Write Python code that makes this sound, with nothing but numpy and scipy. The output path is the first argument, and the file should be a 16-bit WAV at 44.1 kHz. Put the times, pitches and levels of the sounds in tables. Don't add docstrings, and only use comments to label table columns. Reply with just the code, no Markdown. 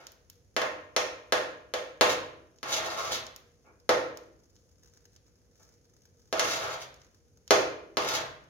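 import sys
import numpy as np
from scipy import signal
from scipy.fft import rfft, irfft
from scipy.io import wavfile

SR = 44100
rng = np.random.default_rng(int(sys.argv[2]) if len(sys.argv) > 2 else 0)


def transcribe(u):
    v = np.clip(np.atleast_2d(u).T, -1, 1)
    q = np.round(v * 32767).astype(np.int16)
    wavfile.write(sys.argv[1], SR, q)


N = 374409


def from_db(db):
    return 10 ** (np.asarray(db) / 20)


def unit_rms(x):
    return x / np.sqrt(np.mean(x ** 2) + 1e-20)


def at_hz(points, hz):
    f, value = np.transpose(points)
    return np.interp(np.log(np.maximum(hz, 1)), np.log(f), value)


def high_pass(x, hz):
    return signal.sosfilt(signal.butter(2, hz, "high", fs=SR, output="sos"), x)


def convolve(x, response):
    return signal.oaconvolve(np.atleast_2d(x), np.atleast_2d(response), axes=-1)[:, :N]


def add(out, start_s, sound):
    i = max(round(start_s * SR), 0)
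    out[i:i + len(sound)] += sound[:max(N - i, 0)]


def pulse(*colours, size=2048):
    hz = np.arange(size // 2 + 1) * SR / size
    spectrum_db = sum(at_hz(colour, hz) for colour in colours)
    cepstrum = irfft(np.log(from_db(spectrum_db)))
    cepstrum[1:size // 2] *= 2
    cepstrum[size // 2 + 1:] = 0
    return irfft(np.exp(rfft(cepstrum)))


def unit_pulse(colour, *extras):
    return pulse(colour, *extras) / np.linalg.norm(pulse(colour))


def envelope(contacts, attack_s, release_db_per_s, sag_db_per_s=0):
    power = np.zeros(N)
    for start_s, length_s, db in contacts:
        t = np.arange(N) / SR - start_s
        rise = np.clip(t / attack_s, 0, 1)
        fall_db = sag_db_per_s * np.maximum(t, 0) + release_db_per_s * np.maximum(t - length_s, 0)
        power += (rise * from_db(db - np.minimum(fall_db, 200))) ** 2
    return np.sqrt(power)


def drift(rate_hz):
    position = np.arange(N) * rate_hz / SR
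    return np.interp(position, np.arange(N), rng.standard_normal(N))


def grains(per_s, spread_db, clump_db, clump_hz):
    fires = rng.random(N) < per_s / SR
    size_db = spread_db * np.minimum(rng.exponential(1, N), 4) + clump_db * drift(clump_hz)
    return unit_rms(fires * from_db(size_db) * rng.choice([-1, 1], N))


def stereo_noise(size):
    # f/Hz, left-right correlation
    coherence = [(60, 0.48), (250, 0.95), (500, 0.76), (900, -0.13), (2000, 0.023), (8000, 0.1)]
    mid, side = rfft(rng.standard_normal((2, size)))
    alike = np.clip(at_hz(coherence, np.arange(len(mid)) * SR / size), -1, 1)
    return irfft(np.sqrt((1 + alike) / 2) * mid + np.sqrt((1 - alike) / 2) * side * [[1], [-1]], size)


def hush(rms_db):
    # f/Hz, level/dB
    colour = [(25, -23), (45, -4.5), (75, 5), (100, -1), (170, -8), (300, -11.5), (480, -11.5),
              (650, -20.5), (1000, -27.5), (4000, -35), (5300, -28), (7000, -24.5), (11000, -18),
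              (16000, -31.5)]
    return from_db(rms_db) * unit_rms(convolve(stereo_noise(N), pulse(colour)))


def hum(rms_db, centre_hz, width_hz):
    r, w = np.exp(-np.pi * width_hz / SR), 2 * np.pi * centre_hz / SR
    band = signal.lfilter([1, 0, -1], [1, -2 * r * np.cos(w), r * r], stereo_noise(N))
    return from_db(rms_db) * unit_rms(band)


def kitchen(x, room_db, early_db, early_s, early_hz, build_s, right_db, right_lag_samples=4):
    # f/Hz, t60/s
    t60s = [(100, 1), (350, 0.78), (700, 0.56), (2000, 0.59), (4000, 0.48), (7000, 0.41), (14000, 0.37)]
    # f/Hz, level/dB
    colour = [(100, 2.5), (500, -1.5), (2000, 4.5), (5000, -2.5), (12000, -4)]
    # delay/s, level/dB
    echoes = [(.0092, -13), (0.0571, -15.5)]
    t, hz = np.arange(SR) / SR, np.arange(SR // 2 + 1)
    centres_hz = np.geomspace(80, 16000, num=12)
    spectrum, tail = rfft(stereo_noise(SR)), 0
    for centre_hz, share in zip(centres_hz, np.eye(len(centres_hz))):
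        band = irfft(spectrum * at_hz(np.c_[centres_hz, share], hz), SR)
        tail += band * from_db(at_hz(colour, centre_hz) - 60 * t / at_hz(t60s, centre_hz))
    tail *= 1 - np.exp(-t / build_s)
    early = high_pass(stereo_noise(SR) * np.exp(-t / early_s), early_hz)
    response = (from_db(room_db) * unit_rms(tail) + from_db(early_db) * unit_rms(early)) / np.sqrt(SR)
    for delay_s, db in echoes:
        dull_echo = signal.lfilter([0.25], [1, -0.75], signal.unit_impulse(SR, round(delay_s * SR)))
        response += from_db(room_db + db) * dull_echo
    response[0, 0] += 1
    response[1, right_lag_samples] += 1
    return convolve(x, response) * from_db([[-right_db / 2], [right_db / 2]])


def squelches(crackle_db, push_gain_db):
    # centre t/s, half-length/s, level/dB, extra low end/dB
    pushes = [(4.579, 0.19, -67.5, -8), (4.913, 0.17, -65.5, -1), (5.142, 0.044, -62.5, -3.5),
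              (5.276, 0.025, -69.5, 6.5), (5.65, 0.17, -61.5, -1), (6.005, 0.092, -65.5, -2.5),
              (6.262, 0.18, -68, -3.5), (7.04, 0.11, -66, 5)]
    # f/Hz, level/dB
    colour = [(300, -11.5), (1200, -5), (3500, -12.5), (5500, 2), (7000, 1), (11000, 1), (16000, 3.5)]
    crumbs = grains(per_s=1900, spread_db=6, clump_db=6.5, clump_hz=410)
    crackle = crumbs * from_db(crackle_db + drift(rate_hz=13))
    out = convolve(crackle, unit_pulse(colour))[0]
    for centre_s, half_s, db, low_db in pushes:
        first = max(round((centre_s - half_s) * SR), 0)
        stretch = crumbs[first:first + round(2 * half_s * SR)]
        swell = stretch * np.hanning(len(stretch))
        click = unit_pulse(colour, [(2500, low_db), (5000, 0)])
        add(out, centre_s - half_s, from_db(db + push_gain_db) * signal.fftconvolve(swell, click))
    return out


def plops(gain_db):
    # t/s, length/s, level/dB
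    landings = [(3.642, 0.046, -60.5), (5.59, 0.018, -65), (5.697, 0.0072, -70.5)]
    # f/Hz, level/dB
    colour = [(150, -6), (450, 6), (750, 0.5), (1100, 1), (1550, -1), (1900, -12), (2350, -5.5),
              (3200, -29), (8000, -38)]
    patter = envelope(landings, attack_s=0.0063, release_db_per_s=448)
    patter *= grains(per_s=1600, spread_db=1.5, clump_db=-3, clump_hz=43)
    return from_db(gain_db) * convolve(patter, unit_pulse(colour))[0]


def ticks(gain_db):
    # t/s, level/dB, extra treble/dB
    clicks = [(0.0687, -14.5, -2), (0.1196, -31, 15), (0.2998, -22.5, 10), (2.586, -31, -15),
              (3.2668, -15, -3.5), (3.3622, -18, 7.5), (4.173, -17.5, 3), (4.5643, -33, -14.5),
              (5.1628, -29, -6), (6.9423, -28, 1), (7.0174, -29, -12), (7.4782, -18, -4)]
    # f/Hz, level/dB
    colour = [(200, -17), (900, -8), (2200, -8.5), (4000, 0), (5800, 3.5), (8000, 2), (14000, 6),
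              (17000, -2.5)]
    out = np.zeros(N)
    for start_s, db, treble_db in clicks:
        add(out, start_s, from_db(db + gain_db) * unit_pulse(colour, [(6500, 0), (13000, treble_db)]))
    return out


def pot(force, ring_db, wander_db):
    # f/Hz, level/dB, t60/s
    modes = [(334, -4, 0.3), (411, -5.5, 0.35), (492, 4, 0.16), (529.7, 1.5, 0.066), (610, 1.5, 0.33),
             (648.3, 1.5, 0.31), (867, -12.5, 0.17), (1056, 1, 0.17), (1160, -11, 0.041),
             (1306, -7.5, 0.21), (1417, -6, 0.15), (1646, 2, 0.12), (1835, 1.5, .18), (2074, -3.5, 0.26),
             (2400, -1.5, 0.17), (2630, -7.5, .09), (3120, -8, 0.14), (3410, -0.5, .07), (6000, -1.5, .025)]
    out = force.copy()
    for hz, db, t60_s in modes:
        r, w = from_db(-60 / (t60_s * SR)), 2 * np.pi * hz / SR
        drive = force * from_db(ring_db + db + wander_db * drift(rate_hz=0.89))
        out += signal.lfilter([1, -r * np.cos(w)], [1, -2 * r * np.cos(w), r * r], drive + 1e-18)
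    return out


def judder(gain_db):
    # t/s, length/s, level/dB
    runs = [(2.96, .14, -36.5), (6.66, 0.051, -40)]
    # f/Hz, level/dB
    colour = [(400, -30), (850, -6), (1150, 8.5), (1350, 5), (1700, -17), (4000, -6)]
    skips = envelope(runs, attack_s=0.013, release_db_per_s=400)
    skips *= grains(per_s=700, spread_db=2, clump_db=1.5, clump_hz=40)
    return from_db(gain_db) * convolve(skips, unit_pulse(colour))[0]


def scrapes(grind_db, rasp_db, glide_db):
    # t/s, length/s, level/dB
    strokes = [(-0.2, 0.17, -36.5), (2.04, 0.058, -27), (2.635, 0.52, -31), (6.335, 0.39, -28),
               (7.99, 0.185, -28)]
    # t/s, length/s, level/dB
    bites = [(2.085, 0.034, -26), (2.67, 0.11, -24), (2.895, 0.029, -28), (3.105, 0.049, -22.5),
             (6.42, 0.15, -24.5), (6.795, 0.033, -33), (8.06, 0.064, -24.5), (8.125, 0.021, -16)]
    # f/Hz, level/dB
    grind_colour = [(60, -14.5), (140, -10), (210, -18), (330, -7.5), (550, 1.5), (1200, -2), (1900, -7),
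                    (3000, -15.5), (8000, -32)]
    # f/Hz, level/dB
    rasp_colour = [(300, -22), (1500, -10), (2700, -7.5), (3700, -1), (4800, -4), (6300, -4), (8000, -1.5),
                   (11000, -1), (16000, -5)]
    drag = envelope(strokes, attack_s=0.036, release_db_per_s=192.5, sag_db_per_s=4)
    bite = envelope(bites, attack_s=0.014, release_db_per_s=700)
    glide = from_db(glide_db) * drag
    coarse = drag * grains(per_s=1400, spread_db=3, clump_db=2.5, clump_hz=60)
    fine = np.hypot(glide, bite) * grains(per_s=2700, spread_db=5, clump_db=3.5, clump_hz=80)
    grind = from_db(grind_db) * convolve(coarse, unit_pulse(grind_colour))[0]
    rasp = from_db(rasp_db) * convolve(fine, unit_pulse(rasp_colour))[0]
    return grind + rasp


def knocks(gain_db, buzz_db, buzz_s, buzz_hz, spot_db, spot_ratio, size=1024):
    # t/s, level/dB, extra thud/dB, extra clack/dB, extra treble/dB, struck spot f/Hz
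    blows = [(0.5648, -2, 5, 3.5, 2.5, 636), (0.617, -4, 1, 4, -2, 599), (0.9638, 2.5, -2.5, 2, 2.5, 5760),
             (1.323, 5.5, -1.5, -1.5, -0.5, 1690), (1.738, -3, -2, -1.5, 0, 536),
             (2.0102, 9, 1.5, 0, 2, 1000), (2.6298, -17.5, 11.5, 8.5, 7, 5870),
             (3.892, 7.5, 1.5, -1, -3, 501), (6.3268, -1, 2, -2, -2, 700),
             (6.3951, -9.5, -1, 10, 15.5, 6050), (7.507, 12, -0.5, -2, 0.5, 385),
             (7.97, 0, 5.5, 0.5, 1.5, 1034)]
    # f/Hz, level/dB
    colour = [(50, -25), (130, -20.5), (210, -20), (300, -8), (520, -1), (800, -2.5), (1150, -4.5),
              (1800, -10.5), (3200, -11.5), (4700, -13), (6500, -12), (11000, -7.5), (16000, -19)]
    t, hz = np.arange(size) / SR, np.arange(size // 2 + 1) * SR / size
    delay_1khz_s = 0.000597
    bend = irfft(np.exp(-4j * np.pi * delay_1khz_s * np.sqrt(1000 * hz)))
    out = np.zeros(N)
    for start_s, db, thud_db, clack_db, treble_db, spot_hz in blows:
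        buzz = high_pass(rng.standard_normal(size) * np.exp(-t / buzz_s), buzz_hz)
        contact = bend + from_db(buzz_db) * buzz / np.linalg.norm(buzz)
        tilt = [(300, thud_db), (480, 0), (680, 0),
                (1000, clack_db), (2000, clack_db), (4200, treble_db)]
        spot_peak = [(spot_hz / spot_ratio, 0), (spot_hz, spot_db), (spot_hz * spot_ratio, 0)]
        blow = signal.fftconvolve(contact, unit_pulse(colour, tilt, spot_peak))
        add(out, start_s, from_db(db + gain_db) * blow)
    return out


def scene():
    hits = knocks(gain_db=-0.5, buzz_db=-12, buzz_s=0.0027, buzz_hz=1386, spot_db=4, spot_ratio=1.26)
    struck = pot(hits, ring_db=-53, wander_db=3.5)
    friction = scrapes(grind_db=-13, rasp_db=-9.5, glide_db=-3.5) + judder(gain_db=-5)
    rubbed = pot(friction + plops(gain_db=-5.5), ring_db=-58, wander_db=1.5)
    blows = kitchen(struck, room_db=3.5, early_db=0.5,
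                    early_s=0.0058, early_hz=810, build_s=0.0018, right_db=0.5)
    strokes = kitchen(rubbed, room_db=0, early_db=3.5,
                      early_s=0.017, early_hz=680, build_s=0.003, right_db=0.5)
    touches = kitchen(ticks(gain_db=-2), room_db=-3, early_db=3.5,
                      early_s=0.0028, early_hz=790, build_s=0.0025, right_db=0)
    mash = kitchen(squelches(crackle_db=-75.5, push_gain_db=-2.5), room_db=-1.5, early_db=7,
                   early_s=0.0044, early_hz=785, build_s=0.0046, right_db=-1)
    background = hush(rms_db=-63) + hum(rms_db=-75.5, centre_hz=478, width_hz=11)
    return background + mash + touches + strokes + blows


def record(dry):
    # f/Hz, level/dB
    microphone = [(22, -19.5), (50, -0.5), (6850, 0), (7350, -17.5)]
    ceiling, cutoff_hz = 0.9, 16200
    rounded = ceiling * np.tanh(convolve(dry, pulse(microphone)) / ceiling)
    return signal.sosfilt(signal.ellip(10, 0.1, 80, cutoff_hz, fs=SR, output="sos"), rounded)


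dry = scene()
out = record(dry)
transcribe(out)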